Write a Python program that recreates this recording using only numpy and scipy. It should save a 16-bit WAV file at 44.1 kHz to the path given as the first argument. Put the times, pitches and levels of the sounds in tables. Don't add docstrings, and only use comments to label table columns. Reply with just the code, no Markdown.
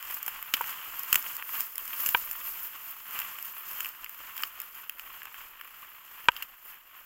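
import sys
import numpy as np
from scipy import signal
from scipy.fft import rfft, irfft
from scipy.io import wavfile
from scipy.ndimage import uniform_filter1d

SR = 44100
rng = np.random.default_rng(int(sys.argv[2]) if len(sys.argv) > 2 else 0)


def unload_wav(signal):
    wavfile.write(
        sys.argv[1],
        SR,
        np.round(np.clip(np.atleast_2d(signal).T, -1, 1) * 32767).astype(np.int16),
    )


def ratio(d):
    e = np.asarray(d, float) / 20
    return 10 ** e


N = 310905

# frequency_hz, relative_density_db
THROUGH_CASE = [(18, -68.5), (30, -47), (59, -15.5), (95, -18), (247, -19), (337, -18.5), (667, -16),
                (1100, 2.5), (1270, 1), (2210, -4), (2780, -1), (3140, -2.5), (3790, -19.5), (4200, -18.5),
                (5460, -30.5), (9240, -120)]


def rms_one(x):
    return x / np.sqrt(np.mean(x ** 2) + 1e-20)


def response(points, size=2048):
    hz, db = np.transpose(points)
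    grid_hz = np.maximum(np.arange(size // 2 + 1) * SR / size, 1)
    log_gain = np.log(ratio(np.interp(np.log(grid_hz), np.log(hz), db)))
    cepstrum = irfft(log_gain)
    cepstrum[1:size // 2] *= 2
    cepstrum[size // 2 + 1:] = 0
    out = irfft(np.exp(rfft(cepstrum)))
    return out / np.sqrt(np.sum(out ** 2))


def drift(rate_hz):
    r = np.exp(-80 * np.pi * rate_hz / SR)
    noise = rng.standard_normal(N // 40 + 2002)
    slow = signal.lfilter([1], [1, -2 * r, r * r], noise)[2000:]
    return np.interp(np.arange(N) / 40, np.arange(len(slow)), rms_one(slow))


def ring(x, hz, t60_s):
    r = ratio(-60 / (t60_s * SR))
    w = 2 * np.pi * hz / SR
    return signal.lfilter([0, np.sin(w)], [1, -2 * r * np.cos(w), r * r], x)


def add(out, start_s, sound, peak_db):
    i = round(start_s * SR)
    scaled = ratio(peak_db) * sound / np.abs(sound).max()
    out[i:i + len(sound)] += scaled[:N - i]


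def vigour():
    # time_s, stalks_db, tips_db
    rustle = [(0.0, -48, -43.5), (0.8, -44.5, -40), (1.3, -45.5, -37), (1.74, -55.5, -47), (2.3, -48, -37),
              (2.95, -46.5, -39.5), (3.5, -49.5, -42.5), (3.95, -50.5, -45.5), (4.25, -50.5, -44.5),
              (4.9, -55, -50), (5.9, -53, -50), (6.5, -57, -52), (7.05, -58, -56.5)]
    # peak_s, swell_s, release_s, stalks_db, tips_db
    sweeps = [(0.09, 0.2, 0.12, -43.5, -45), (0.15, 0.15, 0.058, -62, -35.5),
              (0.35, 0.063, .06, -44.5, -53), (0.56, .03, 0.083, -45, -42), (0.69, 0.11, 0.055, -37, -32),
              (0.87, 0.18, 0.048, -43.5, -43.5), (1.0, 0.068, 0.058, -59, -41),
              (1.14, 0.095, 0.087, -41, -33.5), (1.6, 0.21, 0.17, -43.5, -32),
              (1.83, 0.13, 0.26, -46.5, -37), (2.07, 0.12, 0.09, -43.5, -28.5),
              (2.18, 0.047, 0.082, -47.5, -34), (2.46, 0.04, .15, -51, -34.5),
              (2.66, 0.057, 0.035, -48, -35), (3.2, 0.12, 0.068, -43, -41), (3.33, 0.15, 0.025, -48, -47),
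              (3.45, 0.02, 0.075, -50.5, -40), (3.79, .2, 0.15, -44.5, -36.5),
              (4.04, 0.055, 0.03, -48, -42.5), (4.42, 0.08, 0.1, -45, -38.5),
              (4.61, 0.19, 0.099, -46, -43.5), (4.81, 0.12, 0.027, -55.5, -49.5),
              (5.0, 0.02, 0.087, -52, -47), (5.24, 0.13, 0.097, -49, -49.5), (5.54, 0.12, 0.082, -52, -52),
              (5.81, 0.15, 0.025, -54, -55), (6.23, 0.36, 0.095, -51.5, -48.5), (6.4, 0.12, 0.07, -47, -49),
              (6.68, 0.12, 0.07, -56, -48), (6.98, 0.04, 0.13, -71, -56)]
    t = np.arange(0, N, 64) / SR
    times, *levels = np.transpose(rustle)
    power = np.array([ratio(2 * np.interp(t, times, db)) for db in levels])
    for peak_s, swell_s, release_s, *sweep_db in sweeps:
        away = np.where(t < peak_s, (peak_s - t) / swell_s, (t - peak_s) / release_s)
        hump = np.cos(np.pi / 2 * np.clip(away, 0, 1)) ** 2
        power = power + np.outer(ratio(2 * np.array(sweep_db)), hump)
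    return [np.interp(np.arange(N) / SR, t, 10 * np.log10(p)) for p in power]


def crackle(per_s, spread_db, decay_s):
    sizes = ratio(spread_db * np.minimum(rng.exponential(1, N), 4))
    born = rng.random(N) < per_s * ratio(3.0 * drift(15)) / SR
    r = np.exp(-1 / (decay_s * SR))
    return rms_one(signal.lfilter([1], [1, -r], sizes * born + 1e-18))


def brushing(stalk_db, tips_db):
    # frequency_hz, relative_density_db
    leaf_colour = [(2350, -12), (4000, -11), (5180, -4), (5790, -8), (7270, -0.5), (9000, -10.5),
                   (11700, -25), (19800, -120)]
    # frequency_hz, relative_density_db
    tips_colour = [(5290, -66), (9000, -21.5), (9970, -16.5), (11000, -5.5), (12500, 1), (14600, 3),
                   (15800, -1)]
    leaf_db = 0.39 * stalk_db + .7 * tips_db - 9
    shared = crackle(per_s=130.0, spread_db=11.0, decay_s=0.0049)
    sway = drift(3.66)
    layers = (THROUGH_CASE, stalk_db, .5), (leaf_colour, leaf_db, .3), (tips_colour, tips_db, .3)
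    out = 0
    for colour, level_db, own in layers:
        touch = 1 + 0.091 * shared + own * crackle(per_s=140.0, spread_db=4.5, decay_s=0.0037)
        swaying = touch * ratio(1.9 * sway + 0.45 * drift(5.3))
        noise = rms_one(swaying) * rng.standard_normal(N)
        out = out + ratio(level_db) * signal.fftconvolve(noise, response(colour))[:N]
    return out


def snaps(rows):
    # frequency_hz, relative_density_db
    through_port = [(2350, -100), (4000, -37), (5200, -3.5), (5700, -17), (6580, -18), (7250, -6),
                    (7950, -8), (8860, -42), (10100, -10), (11100, 3), (12300, 3), (14800, 12), (15700, 1)]
    husk_hz, husk_t60_s = 7250, 0.0031
    out, t = np.zeros(N), np.arange(2048) / SR
    body, port = response(THROUGH_CASE), response(through_port)
    deep = signal.butter(2, 450., fs=SR, output="sos")
    crack = round(.0016 * SR)
    fibres = rng.standard_normal((len(rows), 3, len(t)))
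    for (start_s, stalk_db, treble_db, hz, t60_s), (low, high, puff) in zip(rows, fibres):
        after = np.maximum(t - t[crack], 0)
        run_up = np.minimum(t / t[crack], 1) ** 3.8
        splinters = 0.024 * ratio(-60 * after / (8.6 * t60_s))
        shape = run_up * (ratio(-60 * after / t60_s) + splinters)
        low[crack:crack + 4], high[crack] = 3.0, 4.0
        thin = signal.butter(2, 1.27 * hz, "high", fs=SR, output="sos")
        stem = signal.sosfilt(thin, low * shape)
        hollow = rms_one(ring(stem, hz, .007))
        stem = rms_one(signal.fftconvolve(stem, body))[:len(t)] + 1.1 * hollow
        add(out, start_s, stem, stalk_db)
        add(out, start_s, signal.fftconvolve(high * shape, port)[:len(t)], treble_db)
        husk = ring(np.diff(puff * shape), husk_hz, husk_t60_s)
        add(out, start_s, husk, 1.38 * treble_db - 11)
        puff_db = 1.54 * treble_db - 35.5 + 400. 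* min(t60_s, .025)
        add(out, start_s, signal.sosfilt(deep, puff * shape), puff_db)
    return out


def twigs(stalk_db, tips_db):
    count, spread_db, t60_s = 30, 4, 0.0059
    low_hz, high_hz = 1120, 2870
    when, pitch, low, high = rng.random((count, 4)).T
    i = (when * (N - 1)).astype(int)
    stalk_peak_db = stalk_db[i] + 10 + spread_db * (2 * low - 1)
    treble_peak_db = tips_db[i] + 19.5 + spread_db * (2 * high - 1)
    ring_hz = low_hz * (high_hz / low_hz) ** pitch
    return [*zip(i / SR, stalk_peak_db, treble_peak_db, ring_hz, np.full(count, t60_s))]


def knocks():
    # start_s, peak_db, rebound_delay_ms, hardness_hz, tick_under_peak_db
    case_knocks = [(0.609, -19.5, 2.1, 1190, -45), (2.147, -6, 2.087, 2550, -48),
                   (6.2852, -1.5, 2.085, 3030, -14)]
    # frequency_hz, relative_level_db, t60_s
    case_modes = [(514, -22.5, .03), (965, -4.5, 0.022), (1570, -7, 0.022), (1870, -10.5, 0.0074),
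                  (2340, -1, 0.0094), (2700, -5.5, 0.014), (2785, -6, 0.013), (3150, 4.5, 0.012)]
    out = np.zeros(N)
    high_pass = signal.butter(2, 600., "high", fs=SR, output="sos")
    for start_s, peak_db, later_ms, hard_hz, tick_db in case_knocks:
        touch = np.zeros(2048) + 1e-18
        touch[[0, 14, 14 + int(later_ms * SR / 1000)]] = -.3, 1.0, .6
        soft = signal.butter(3, hard_hz, fs=SR, output="sos")
        touch = signal.sosfilt(soft, touch)
        rings = 0
        for k, (hz, db, t60_s) in enumerate(case_modes):
            rings = rings + (-1) ** max(k, 1) * ratio(db) * ring(touch, hz, t60_s)
        add(out, start_s, signal.sosfilt(high_pass, rings), peak_db)
        rattle = rng.standard_normal(2048) * ratio(-60 * np.arange(2048) / SR / 0.022)
        rattle = signal.fftconvolve(signal.sosfilt(soft, rattle), response(THROUGH_CASE))[:2048]
        add(out, start_s, rattle, peak_db - 7.5)
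        add(out, start_s + 0.001, np.hanning(60), peak_db + 0.46 * tick_db - 21.0)
        add(out, start_s + 0.00116, np.hanning(4)[1:-1], peak_db + tick_db)
    return out


def air():
    # frequency_hz, relative_density_db
    air_colour = [(12, -32), (20, -4.5), (129, -41.5), (307, -29), (376, -29.5), (718, -25.5), (800, -25),
                  (1040, -51), (1760, -120)]
    noise = ratio(6.4 * drift(14)) * rng.standard_normal(N)
    return ratio(-69) * rms_one(signal.fftconvolve(noise, response(air_colour, size=8192))[:N])


def scene():
    # start_s, stalk_peak_db, treble_peak_db, ring_hz, t60_s
    stem_snaps = [(0.108, -37, -20.5, 1140, .012), (0.1413, -53, -19, 2260, 0.03),
                  (0.2272, -52, -17.5, 1890, 0.017), (0.262, -32, -16.5, 1130, 0.018),
                  (0.2778, -21.5, -17, 980, 0.033), (0.425, -28, -18, 1240, .0094),
                  (0.537, -8.5, -6, 3200, 0.028), (0.5668, -41, -19, 1140, .012),
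                  (0.64, -22, -36, 1260, 0.012), (0.992, -42, -16.5, 1110, 0.012),
                  (1.1266, -9.5, -2.5, 2570, 0.015), (1.1426, -16.5, -6.5, 1290, 0.0086),
                  (1.1548, -9.5, -2.5, 3070, 0.02), (1.4232, -21, -30, 1170, 0.015),
                  (1.491, -26, -36, 1030, 0.0081), (1.6048, -28.5, -10.5, 2210, 0.0054),
                  (1.7792, -31.5, -13.5, 3230, 0.0038), (2.0598, -21.5, -7.5, 2560, 0.02),
                  (2.0685, -34, -12, 2660, 0.0076), (2.088, -23.5, -6, 2750, 0.0072),
                  (2.7313, -40, -38, 3200, .012), (3.1882, -26, -17.5, 3140, 0.021),
                  (3.2158, -25.5, -26, 2650, 0.023), (3.4534, -47, -24, 3140, .012),
                  (3.8038, -20.5, -13.5, 2600, .018), (3.845, -24.5, -20, 2650, 0.011),
                  (3.8568, -23.5, -23, 2430, 0.0042), (4.043, -32, -20, 2590, 0.0055),
                  (4.0608, -27, -44, 2060, 0.0071), (4.365, -37, -22, 2540, .015),
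                  (4.3765, -29.5, -21.5, 3230, .018), (4.4337, -15.5, -17, 2650, 0.01),
                  (4.5999, -36, -19.5, 3150, .015), (4.8942, -26, -18.5, 2630, 0.011),
                  (4.994, -26, -23, 2440, 0.0089), (5.2172, -29, -42, 1730, .012),
                  (5.2536, -32.5, -48, 1060, 0.0082), (5.342, -30.5, -32, 1610, .0075),
                  (5.6103, -27, -31, 1490, 0.016), (6.2544, -35, -36, 2640, .013),
                  (6.3165, -35, -36, 2670, 0.017), (6.363, -27, -27.5, 3200, .044),
                  (6.4222, -22.5, -20.5, 2650, 0.033)]
    # frequency_hz, relative_density_db
    apart_colour = [(710, -84), (1200, -59), (2040, -17), (3130, 8.5), (4460, -21), (5770, -19),
                    (7010, -40), (7940, -25), (10000, -29), (13000, -77), (22000, -120)]
    levels = vigour()
    mid = brushing(*levels) + snaps(stem_snaps + twigs(*levels)) + knocks() + air()
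    loud = np.sqrt(np.abs(uniform_filter1d(mid ** 2, size=400)))
    flicker = loud * (drift(14) > .3)
    noise = flicker * rng.standard_normal(N)
    side = ratio(-32) * signal.fftconvolve(noise, response(apart_colour))[:N]
    return mid + side * [[1], [-1]]


def low_pass(x):
    return signal.sosfilt(signal.butter(12, 16980, fs=SR, output="sos"), x)


def record(dry):
    overload = .8
    rounded = overload * np.tanh(dry / overload)
    steep = signal.ellip(10, .5, 65, 15800, fs=SR, output="sos")
    mix = signal.sosfilt(steep, rounded)
    return low_pass(mix)


dry = scene()
out = record(dry)
unload_wav(out)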